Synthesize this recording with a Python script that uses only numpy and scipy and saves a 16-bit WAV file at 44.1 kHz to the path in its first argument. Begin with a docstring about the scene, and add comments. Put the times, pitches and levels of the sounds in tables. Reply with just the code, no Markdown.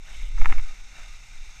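"""A sandy hiss over low wind rumble: a board glides down a dune, heard from the rider's seat.
Countless grains rub its underside and sound its resonances, with a dry rasp early in the run and a
coarser crunch where the board digs in. Over a bump it rattles with a few hard knocks while a gust
heaves the air at the microphone."""
import sys
import numpy as np
from scipy import signal
from scipy.fft import rfft, irfft
from scipy.io import wavfile

SR = 44100
rng = np.random.default_rng(int(sys.argv[2]) if len(sys.argv) > 2 else 0)


def generate_wav(sig):
    """Save sig (samples, or channels by samples) to the path in sys.argv[1] as 16-bit PCM at SR."""
    pcm = np.round(np.clip(np.atleast_2d(sig).T, -1, 1) * 32767).astype(np.int16)
    wavfile.write(sys.argv[1], SR, pcm)


N = 70560
T = np.arange(N) / SR
BINS_HZ = np.arange(N // 2 + 1) * SR / N


def from_db(db):
    """Decibels to gain."""
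    return 10 ** (np.asarray(db) / 20)


def unit_rms(x):
    """Scale to rms 1."""
    return x / np.sqrt(np.mean(x ** 2) + 1e-20)


def level(points):
    """Gain over time from (time_s, level_db) points."""
    return from_db(np.interp(T, *np.transpose(points)))


def spectrum(points):
    """Gain over frequency from (frequency_hz, gain_db) points."""
    hz, db = np.transpose(points)
    return from_db(np.interp(np.log(np.maximum(BINS_HZ, 1)), np.log(hz), db))


def coloured(x, points):
    """Give a steady sound the colour of these points."""
    return irfft(rfft(x) * spectrum(points), N)


def pulse(points):
    """The shortest causal pulse with the colour of these points."""
    cepstrum = irfft(np.log(spectrum(points)), N)
    cepstrum[1:N // 2] *= 2
    cepstrum[N // 2 + 1:] = 0
    return irfft(np.exp(rfft(cepstrum)), N)


def drift(hz):
    """A random wander, mostly slower than hz; rms 1."""
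    return unit_rms(irfft(rfft(rng.standard_normal(N)) / (1 + (BINS_HZ / hz) ** 2), N))


def resonate(x, hz, width_hz):
    """A steep-sided resonance with gain 1 at its peak."""
    r = np.exp(-np.pi * width_hz / np.sqrt(np.sqrt(2) - 1) / SR)
    b = (1 - r * r) / 2 * np.array([1, 0, -1])
    a = [1, -2 * r * np.cos(2 * np.pi * hz / SR), r * r]
    return signal.lfilter(b, a, signal.lfilter(b, a, x))


def ring(hz, t60_s):
    """A struck mode: a sine that dies away from height 1."""
    return np.sin(2 * np.pi * hz * T) * from_db(-60 * T / t60_s)


def grains(per_s, spread_db):
    """Tiny random impacts of sand, uneven in size; rms 1."""
    sizes = from_db(spread_db * np.minimum(rng.exponential(1, N), 5))
    signs = rng.choice([-1, 1], N)
    strikes = rng.random(N) < per_s / SR
    return unit_rms(sizes * signs * strikes)


def rubbed(resonances, per_s, spread_db):
    """Each resonance is kept sounding by its own stream of grains."""
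    return sum(from_db(db) * resonate(grains(per_s, spread_db), hz, width_hz)
               for hz, width_hz, db in resonances)


# Wind right on the microphone: time_s, level_db
WIND_LEVEL = [(0, -33), (.09, -40), (.16, -29.5), (.235, -21.5), (.285, -25), (.345, -17.5), (.44, -18),
              (.57, -21.5), (.66, -33.5), (.79, -32), (.88, -39.5), (1.0, -38.5), (1.28, -41.5),
              (1.42, -36), (1.47, -28), (1.52, -48.5), (1.6, -40.5)]
# Its colour, nearly all low end: frequency_hz, gain_db
WIND_SPECTRUM = [(10, 0.5), (22, 3.5), (36, -4), (48, -13.5), (62, -28), (100, -38.5), (200, -48),
                 (500, -56.5), (1500, -100)]
def wind():
    """Turbulence rumbles at the microphone; over the bump a gust swings the pressure slowly."""
    peak_s, rise_s, fall_s, heave_hz, heave_db = .418, .05, .18, 6.2, -3.5
    rumble = unit_rms(coloured(rng.standard_normal(N), WIND_SPECTRUM)) * level(WIND_LEVEL)
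    age = T - peak_s
    swell = np.exp(-(age / np.where(age < 0, rise_s, fall_s)) ** 2)
    return rumble + from_db(heave_db) * swell * np.cos(2 * np.pi * heave_hz * age)


COARSE_SAND = dict(per_s=2300, spread_db=5.5)
# A dry rasp from below the seat, early in the run: time_s, level_db
RASP_LEVEL = [(0, -73), (.07, -54.5), (.15, -53), (.26, -51.5), (.35, -64), (.45, -79)]
# The resonances it sounds: pitch_hz, width_hz, relative_db
RASP_BANDS = [(594, 110, -9), (2165, 210, -1), (2970, 270, -8), (3584, 300, -6.5), (7960, 900, -19),
              (11500, 3000, -31.5)]
def rasp():
    """Sand rasps on a few narrow resonances as the run begins."""
    return unit_rms(rubbed(RASP_BANDS, **COARSE_SAND)) * level(RASP_LEVEL)


FINE_SAND = dict(per_s=14000, spread_db=3.5)
# Sand rubbing the underside, close below the microphone: time_s, level_db
GLIDE_LEVEL = [(0, -56.5), (.06, -52), (.11, -48.5), (.24, -50.5), (.33, -52.5), (.42, -47), (.6, -49),
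               (.83, -51.5), (.92, -51), (1.0, -48.5), (1.12, -50), (1.36, -51), (1.5, -50.5), (1.6, -50.5)]
# The board's resonances under that rubbing: pitch_hz, width_hz, relative_db
GLIDE_BANDS = [(816, 263, -8.5), (1253, 57, -3), (1463, 144, -5), (2142, 250, 0.5), (2368, 105, 0.5),
               (2680, 157, -1), (3645, 140, -4.5), (3740, 354, -5), (5490, 550, -7), (6316, 335, -4),
               (7020, 630, -11.5), (8030, 740, -15)]
# Broad hiss between them: frequency_hz, gain_db
HISS_SPECTRUM = [(100, 3), (250, -12.5), (500, -19), (1000, -14.5), (2400, -11.5), (3200, -15.5),
                 (4800, -13), (7500, -24), (9300, -24.5), (12000, -29.5), (15000, -32.5)]
def glide():
    """Fine grains rub the board and keep its resonances sounding; the level flutters slightly."""
    hiss = coloured(grains(**FINE_SAND), HISS_SPECTRUM)
    board = rubbed(GLIDE_BANDS, **FINE_SAND)
    flutter_db = 0.78 * drift(hz=23.5)
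    return unit_rms(hiss + board) * level(GLIDE_LEVEL) * from_db(flutter_db)


# The board biting into the dune, heard from the seat: peak_s, rise_s, fall_s, level_db
DIG_SWELLS = [(.105, 0.03, 0.026, -52.5), (.505, 0.063, 0.05, -46), (.69, .06, 0.059, -57.5),
              (.99, .05, 0.06, -53.5)]
# Resonances of the crunch: pitch_hz, width_hz, relative_db
CRUNCH_BANDS = [(185, 186, -5), (680, 180, 1), (950, 140, -37), (1296, 276, 1.5), (1500, 126, 3),
                (1800, 150, 2.5), (2243, 93, 2.5), (2777, 150, 2), (4050, 430, -20)]
def digs():
    """A coarser, lower crunch swells and fades each time the board digs into the sand."""
    load = sum(from_db(db) * np.exp(-((T - peak_s) / np.where(T < peak_s, rise_s, fall_s)) ** 2 / 2)
               for peak_s, rise_s, fall_s, db in DIG_SWELLS)
    return load * unit_rms(rubbed(CRUNCH_BANDS, **COARSE_SAND))


# The board rattling over the bump, close to the microphone; strength scales the whole knock:
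# start_s, strength_db, cutoff_hz, ring_db, thud_db, grit_db
BUMP_KNOCKS = [(.3777, -34, 3500, -0.5, -26, -32), (.383, -29.5, 2500, -0.5, -22, -28),
               (.4132, -30.5, 3000, 6, -9, -28), (.4155, -28, 3000, 2, -19, -26),
               (.4192, -27.5, 2480, 3, -16.5, -28), (.4461, -19.5, 1260, 1.5, -39, -32),
               (.458, -9.5, 2950, -5, -29, -28), (0.4602, -22.5, 3500, -11.5, -38, -15.5),
               (0.497, -37, 600, 22, -20, -30), (0.5004, -37, 700, 5, -20, -30),
               (.5075, -35, 3500, 9, -17, -28), (.5212, -32.5, 1200, 14, -3.5, -26),
               (.525, -17, 2770, 1.5, -9, -15), (.581, -34, 3000, 9, -32, -38),
               (.5858, -35.5, 2500, -1, -28, -36), (.596, -31.5, 3500, 2.5, -24, -36)]
# The board's ring after a knock: pitch_hz, relative_db, t60_s
BOARD_MODES = [(787, -19, 0.039), (955, -22, 0.031), (1128, -19.5, 0.031), (1258, -16.5, 0.018),
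               (1440, -25.5, 0.033), (1676, -18.5, 0.022), (2095, -14, 0.024), (2240, -9.5, 0.027),
               (2670, -15, 0.0081), (3600, -20.5, 0.029), (6200, -30, 0.0091)]
# The snap of the contact itself: frequency_hz, relative_db
SNAP_SPECTRUM = [(150, -8.5), (550, -15.5), (750, -23), (950, 0), (1300, 5.5), (1500, -1.5), (1850, 1.5),
                 (2500, 1.5), (3100, -16), (4800, -23), (8000, -27), (14000, -26)]
def knocks():
    """Each contact gives a snap, a short hollow ring, grit and a dull thud; soft contacts are darker."""
    snap_db, mode_scatter_db, grit_t60_s = 21.5, 4.1, 0.011
    snap = from_db(snap_db) * pulse(SNAP_SPECTRUM)
    modes = np.array([(-1) ** k * from_db(db) * ring(hz, t60_s)
                      for k, (hz, db, t60_s) in enumerate(BOARD_MODES)])
    thud = ring(hz=259, t60_s=.009)
    out = np.zeros(N)
    for start_s, strength_db, cutoff_hz, ring_db, thud_db, grit_db in BUMP_KNOCKS:
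        body = from_db(ring_db + mode_scatter_db * rng.standard_normal(len(modes))) @ modes
        grit = from_db(grit_db - 60 * T / grit_t60_s) * rng.standard_normal(N)
        softness = signal.butter(1, cutoff_hz, fs=SR)
        hit = signal.lfilter(*softness, snap + body + grit) + from_db(thud_db) * thud
        start = int(start_s * SR)
        out[start:] += from_db(strength_db) * hit[:N - start]
    return out


def scene():
    """Sand, knocks and wind at one microphone riding on the seat."""
    return (glide() + digs() + rasp() + knocks() + wind())[None]


def record(dry):
    """The treble is cut steeply above 15 kHz."""
    return signal.sosfilt(signal.ellip(10, .1, 90, 15000, fs=SR, output="sos"), dry)


dry = scene()
out = record(dry)
generate_wav(out)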